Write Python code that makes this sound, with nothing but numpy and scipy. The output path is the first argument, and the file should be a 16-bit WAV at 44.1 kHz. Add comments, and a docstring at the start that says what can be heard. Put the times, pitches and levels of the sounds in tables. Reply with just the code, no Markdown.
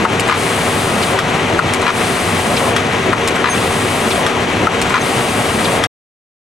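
"""Laminating machine in a workshop

The machine takes a sheet about every 1.54 s. Its rollers rumble and rattle while a vacuum pump hums.
A turning camshaft times the belt, a knocking stop and a ticking latch. The feeder keeps its own time:
it clatters, blows air under the next sheet and clacks shut. A fast automatic volume control turns
the sound down briefly after loud blows. Near the end everything cuts to silence."""
import sys
import numpy as np
from scipy import signal
from scipy.fft import rfft, irfft
from scipy.io import wavfile

SR = 44100
rng = np.random.default_rng(int(sys.argv[2]) if len(sys.argv) > 2 else 0)


def generate_wav(signal):
    """Clip the signal to [-1, 1] and save it as 16-bit WAV at the path in sys.argv[1]."""
    frames = np.transpose(np.atleast_2d(signal))
    scaled = np.clip(frames, -1, 1) * 32767
    pcm = np.round(scaled).astype(np.int16)
    wavfile.write(sys.argv[1], SR, pcm)


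N = 287973
TIME = np.arange(N) / SR
FREQS = np.maximum(np.fft.rfftfreq(N, 1 / SR), 1)
TURN_S, END_S = 1.5395, 5.862  # one turn of the camshaft; when the sound cuts off
DIRECT_ONLY = np.array([[1], [0]])  # each source has two rows: direct sound and scattered sound

# The air-driven feeder head lands on a sheet: t/s, level/dB, time between bounces/s
HEAD_LANDINGS = [(.296, -1, 0.014), (1.866, 0, 0.012), (3.442, -1.5, .0145), (4.941, 0, .012)]
# The valve lever shuts: t/s, level/dB
LEVER_CLACKS = [(1.188, -5.5), (2.762, -5), (4.263, -6), (5.837, -4.5)]


def rollers(rumble_db, rattle_db, clicks_per_s, click_db, throb_db, flutter_db):
    """Rollers rumble unevenly; chains and bearings add a dense rattle of tiny clicks."""
    # How strong the rumble and the rattle are from low to high pitch: f/Hz, level/dB
    rumble_spectrum = [(15, -37.5), (30, -28), (42, -14), (52, -16.5), (62, -13), (80, -0.5), (170, 0.5),
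                       (300, -0.5), (480, -3), (700, -2.5), (1000, -7), (1500, -14), (3000, -16),
                       (16000, -58.5)]
    rattle_spectrum = [(300, -8), (800, -0.5), (1250, 0.5), (1500, -3), (2300, -2.5), (3100, -6),
                       (4000, -11), (4800, -18.5), (6500, -17.5), (9500, -21.5), (12500, -34),
                       (16000, -41.5)]
    rumble = coloured(white(), rumble_spectrum) * from_db(rumble_db + throb_db * drift(40))
    clicks = rms_one((rng.random(N) < clicks_per_s / SR) * np.sign(white()))
    rattle = coloured(white() + from_db(click_db) * clicks, rattle_spectrum)
    return rumble + rattle * from_db(rattle_db + flutter_db * drift(60))


def transport():
    """The belt runs and jolts the frame; the next sheet is braked and rubs over the table."""
    belt = stroke(-.32, .49, rings=[(177, 50, -29.5), (2240, 500, -30)])
    jolt = stroke(-.03, .09, rings=[(90, 30, -27), (298, 123, -17.5), (540, 49, -28.5)])
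    brake = stroke(.909, .125, rings=[(213, 25, -21.5), (577, 131, -22), (1256, 49, -30)])
    rub = stroke(1.055, .17, rings=[(550, 25, -23.5), (683, 60, -23), (970, 200, -24.5)])
    return belt + jolt + brake + rub


def sheet_stop():
    """The sheet stop knocks once a turn and bounces straight back."""
    # The stop's ringing tones: f/Hz, level/dB, time to fade by 60 dB/s
    tones = [(615, -15, .05), (896, -7.5, 0.12), (1280, -2, .04), (1386, -2.5, 0.052), (1970, -11, .03),
             (3000, -20, .03), (8550, -27.5, .04)]
    blows = bouncing(each_turn(.0515, db=-1), gap_s=.003, loss_db=7.5, count=2)
    return strike(blows, tones, contact_s=.00088, tail_db=-5.5, tail_s=.045, spread_db=1.5)


def feeder_head():
    """The head lifts with a light touch, then lands on the sheet and clatters."""
    # The head's ringing tones: f/Hz, level/dB, time to fade by 60 dB/s
    tones = [(966, -10.5, .06), (1036, -9, .08), (1235, -5, 0.04), (1420, -7.5, 0.046), (1694, -9.5, 0.054),
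             (2003, -8.5, 0.056), (2410, -10, 0.04), (3095, -13, 0.035), (4050, -15.5, 0.036),
             (8510, -27.5, 0.043)]
    blows = each_turn(.286, db=-8.5)  # the lifts
    for lands, db, gap_s in HEAD_LANDINGS:
        blows += bouncing([(lands, db)], gap_s, loss_db=1.9, count=4)
    return strike(blows, tones, contact_s=.002, tail_db=-8, tail_s=.08, spread_db=2.5)


def valve_lever():
    """The valve lever clacks shut at the end of each blast of air."""
    # The lever's ringing tones: f/Hz, level/dB, time to fade by 60 dB/s
    tones = [(1207, -3.5, 0.046), (1453, -4, 0.037), (1580, -4.5, 0.04), (1890, -4.5, 0.055),
             (2354, -9, 0.056), (3320, -4.5, .06), (3720, -10.5, 0.087), (5500, -11.5, .04),
             (6350, -15, 0.074), (7550, -14.5, 0.045), (9000, -16, 0.05), (11100, -20, .07)]
    return strike(LEVER_CLACKS, tones, contact_s=.003, tail_db=-4, tail_s=.11, spread_db=2)


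def latch():
    """The latch ticks shut with one bounce, and slides open more softly."""
    # The latch's ringing tones: f/Hz, level/dB, time to fade by 60 dB/s
    tones = [(2183, -4, 0.037), (4360, -8.5, 0.019), (5390, -8.5, 0.02), (6540, -10, 0.022),
             (7130, -6, .025), (8730, -5, 0.018), (9700, -10, 0.03), (12000, -17.5, .03)]
    shuts = bouncing(each_turn(.1965, db=-12), gap_s=.0081, loss_db=6, count=2)
    opens = each_turn(.273, db=-19)
    ticks = strike(shuts, tones, contact_s=.0005, tail_db=-1, tail_s=.044, spread_db=2)
    slides = strike(opens, tones, contact_s=.007, tail_db=0, tail_s=.09, spread_db=2.5)
    return ticks + slides


def air_blast(level_db, rise_s, fall_s, flutter_db):
    """Nozzles hiss as pressure builds when the valve opens and leaks away when it closes."""
    # The tone colour of the hiss: f/Hz, level/dB
    hiss_spectrum = [(1000, -34), (3000, 0), (4200, -1.5), (5000, -1.5), (5600, -7), (7500, -2),
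                     (9100, 1.5), (10200, -3), (11500, -7), (13000, -16.5), (16000, -20.5)]
    flow = 0
    for (lands, _, _), (shuts, _) in zip(HEAD_LANDINGS, LEVER_CLACKS):
        on, off = lands + .017, shuts - .073  # just after the landing, just before the clack
        flow += np.clip((TIME - on) / rise_s, 0, 1) * np.clip(1 - (TIME - off) / fall_s, 0, 1)
    return flow * from_db(level_db + flutter_db * drift(23)) * coloured(white(), hiss_spectrum)


def paper_scrape():
    """Paper scrapes along the guides, falling in pitch as it slows."""
    # Noise bands of one scrape: delay/s, length/s, f/Hz, width/Hz, level/dB
    bands = [(.003, .012, 4900, 500, -4), (.004, .02, 3950, 500, -3), (.008, .026, 3300, 600, 0),
             (.006, .02, 2500, 500, -1), (0, .05, 8500, 2500, -12)]
    slides = each_turn(1.019, db=-21)
    scrape = 0
    for delay, length, hz, width, band_db in bands:
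        loudness = sum(from_db(db + band_db) * swell(start + delay, length) for start, db in slides)
        scrape += loudness * resonant(hz, width)
    return scrape


def sucker_squeaks(waver_hz):
    """Air whistles past the lip of a suction cup."""
    # The squeaks: t/s, length/s, f/Hz, level/dB
    squeaks = [(3.482, 0.069, 6350, -19.5), (3.487, 0.039, 9300, -20), (4.953, .022, 6330, -26),
               (5.007, 0.017, 6300, -21.5)]
    whistle = 0
    for start, length, hz, db in squeaks:
        whistle += from_db(db) * swell(start, length) * sine(hz + waver_hz * drift(300))
    return whistle * DIRECT_ONLY


def pump(waver_db, wander_hz):
    """The pump and motor hum with slightly wavering tones and keep the housing droning."""
    # Tones of the pump and motor: f/Hz, level/dB
    tones = [(81, -42.5), (160, -37), (181, -43), (244, -32), (462.5, -28), (731, -35.5), (1070, -39.5),
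             (1619, -37.5), (4419, -55), (5700, -49.5), (5834, -53), (5877, -54), (6122, -50.5),
             (6163, -56), (6500, -57), (6744, -50.5)]
    # Where the housing rings: f/Hz, width/Hz, level/dB
    housing_rings = [(104.7, 11, -33), (384.2, 15, -27.5), (735, 22, -35), (1932, 50, -33.5),
                     (6352, 22, -48.5)]
    hum = 0
    for hz, db in tones:
        tone = np.sqrt(2) * sine(hz + wander_hz * drift(8.6))
        hum += tone * from_db(db + waver_db * drift(8.4))
    return hum * DIRECT_ONLY + drone(housing_rings)


def strike(blows, tones, contact_s, tail_db, tail_s, spread_db):
    """Each blow builds up and makes a part ring; the frame scatters a noisy tail of the same colour."""
    out, t = np.zeros((2, N + SR)), TIME[:SR // 4]
    lowest, highest = tones[0][0], tones[-1][0]
    outline = [(hz, db - 10 * np.log10(hz / lowest)) for hz, db, _ in tones]
    noise = coloured(white(), [(lowest / 2, -30), *outline, (highest * 2, -55)])
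    hz, level_db, fade_s = np.transpose(tones)[:, :, None]
    build_up = np.minimum(t / contact_s, 1)
    tail = from_db(tail_db - 60 * t / tail_s)
    for start, db in blows:
        at = int(start * SR)
        span = slice(at, at + len(t))
        strength = from_db(level_db + spread_db * rng.standard_normal(hz.shape))
        phase = 2 * np.pi * (hz * t + rng.random(hz.shape))
        ring = np.sum(strength * np.sin(phase) * from_db(-60 * t / fade_s), axis=0)
        out[:, span] += from_db(db) * build_up * (ring * DIRECT_ONLY + tail * noise[:, span])
    return out[:, :N]


def bouncing(blows, gap_s, loss_db, count):
    """Each blow becomes a run of touches, every one weaker than the last."""
    return [(start + k * gap_s, db - k * loss_db) for start, db in blows for k in range(count)]


def each_turn(offset_s, db):
    """The camshaft works a part at the same point of every turn; gives rows of t/s, level/dB."""
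    return [(start + offset_s, db) for start in np.arange(0, END_S, TURN_S)]


def stroke(offset_s, length_s, rings):
    """Once a turn, a movement makes a drone swell and fade."""
    return drone(rings) * sum(swell(start, length_s) for start, _ in each_turn(offset_s, db=0))


def drone(rings):
    """A shaken part rings in bands of noise, given as f/Hz, width/Hz, level/dB."""
    return sum(from_db(db) * resonant(hz, width) for hz, width, db in rings)


def resonant(hz, width):
    """Noise ringing around one pitch, at strength 1."""
    peak = signal.iirpeak(hz, hz / width / 2.08, SR)
    return rms_one(signal.lfilter(*peak, signal.lfilter(*peak, white())))


def sine(hz):
    """A pure tone that follows a changing pitch."""
    return np.sin(2 * np.pi * np.cumsum(hz) / SR)


def white():
    """Two unrelated noises: one for the direct sound, one for the scattered sound."""
    return rng.standard_normal((2, N))


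def coloured(x, spectrum):
    """Give a sound a tone colour, at strength 1."""
    return rms_one(irfft(rfft(x) * from_db(over_hz(spectrum)), N))


def drift(rate):
    """A random wander of strength 1 that changes about rate times a second."""
    points = rng.standard_normal(4096)
    return rms_one(np.interp(TIME * rate, np.arange(len(points)), points))


def swell(start, length):
    """A smooth rise and fall."""
    return np.sin(np.pi * np.clip((TIME - start) / length, 0, 1))


def over_hz(points):
    """Join rows of f/Hz, value into a curve, giving each octave equal room."""
    hz, value = np.transpose(points)
    return np.interp(np.log(FREQS), np.log(hz), value)


def from_db(db):
    """Turn decibels into a multiplier."""
    return 10 ** (np.asarray(db) / 20)


def rms_one(x):
    """Scale to an average strength (rms) of 1."""
    return x / np.sqrt(np.mean(x ** 2) + 1e-20)


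def stereo(sound):
    """Direct sound reaches both sides alike, scattered sound with opposite signs; the feeder is left."""
    # How alike the two sides are: f/Hz, likeness (0 to 1)
    likeness = [(30, .65), (80, 0.96), (250, 1), (500, 0.93), (1000, 0.71), (2000, 0.74), (4000, 0.64),
                (8000, 1), (11000, 0.87), (14000, .5)]
    # How much louder the left side is: f/Hz, level/dB
    left_louder = [(60, -2.5), (110, 0), (200, -2), (380, 2.0), (700, 2), (1290, 6), (2380, 5), (4400, 0.5),
                   (8120, -0.5), (15000, 0)]
    # How far the left wave runs ahead: f/Hz, phase/rad
    left_ahead = [(100, 0.012), (430, 0.56), (1210, -0.1), (1810, 0.79), (3010, -0.84), (4130, -0.4),
                  (6370, -0.29), (11500, 0)]
    direct, scattered = rfft(sound)
    alike, sides = over_hz(likeness), np.array([[1], [-1]])
    both = np.sqrt((1 + alike) / 2) * direct + sides * np.sqrt((1 - alike) / 2) * scattered
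    balance = from_db(sides * over_hz(left_louder) / 2)
    phase_shift = np.exp(.5j * sides * over_hz(left_ahead))
    return irfft(both * balance * phase_shift, N)


def volume_control(x, threshold_db, deepest_db, recover_db_per_s, attack_s):
    """Peaks over the threshold quickly pull the volume down; it then climbs back steadily."""
    peak_db = 20 * np.log10(np.abs(x).max(axis=0) + 1e-9)
    over_db = np.clip(peak_db - threshold_db, 0, deepest_db)
    recovery_db = recover_db_per_s * TIME
    dip_db = np.maximum.accumulate(over_db + recovery_db) - recovery_db
    smoothing = np.exp(-1 / (attack_s * SR))
    return x * from_db(-signal.lfilter([1 - smoothing], [1, -smoothing], dip_db))


def scene():
    """The running drive, the knocking parts, the paper feed and the pump, in stereo."""
    drive = rollers(rumble_db=-19, rattle_db=-20, clicks_per_s=600, click_db=-6.5,
                    throb_db=.75, flutter_db=1) + transport()
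    knocks = sheet_stop() + feeder_head() + valve_lever() + latch()
    hiss = air_blast(level_db=-27.5, rise_s=.093, fall_s=.061, flutter_db=.3)
    paper = paper_scrape() + sucker_squeaks(waver_hz=59.1)
    return stereo(drive + knocks + hiss + paper + pump(waver_db=.74, wander_hz=1.1))


def record(dry):
    """Turn loud moments down, clip the peaks, cut to silence and remove the highest treble."""
    held = volume_control(dry, threshold_db=-2.5, deepest_db=5.5, recover_db_per_s=110, attack_s=.0008)
    fade = np.clip((END_S - TIME) / .0086 + 1, 0, 1)
    treble_cut = signal.ellip(12, .1, 80, 15900, fs=SR, output="sos")  # above 15900 Hz
    return signal.sosfilt(treble_cut, np.clip(held, -.97, .97) * fade)


dry = scene()
out = record(dry)
generate_wav(out)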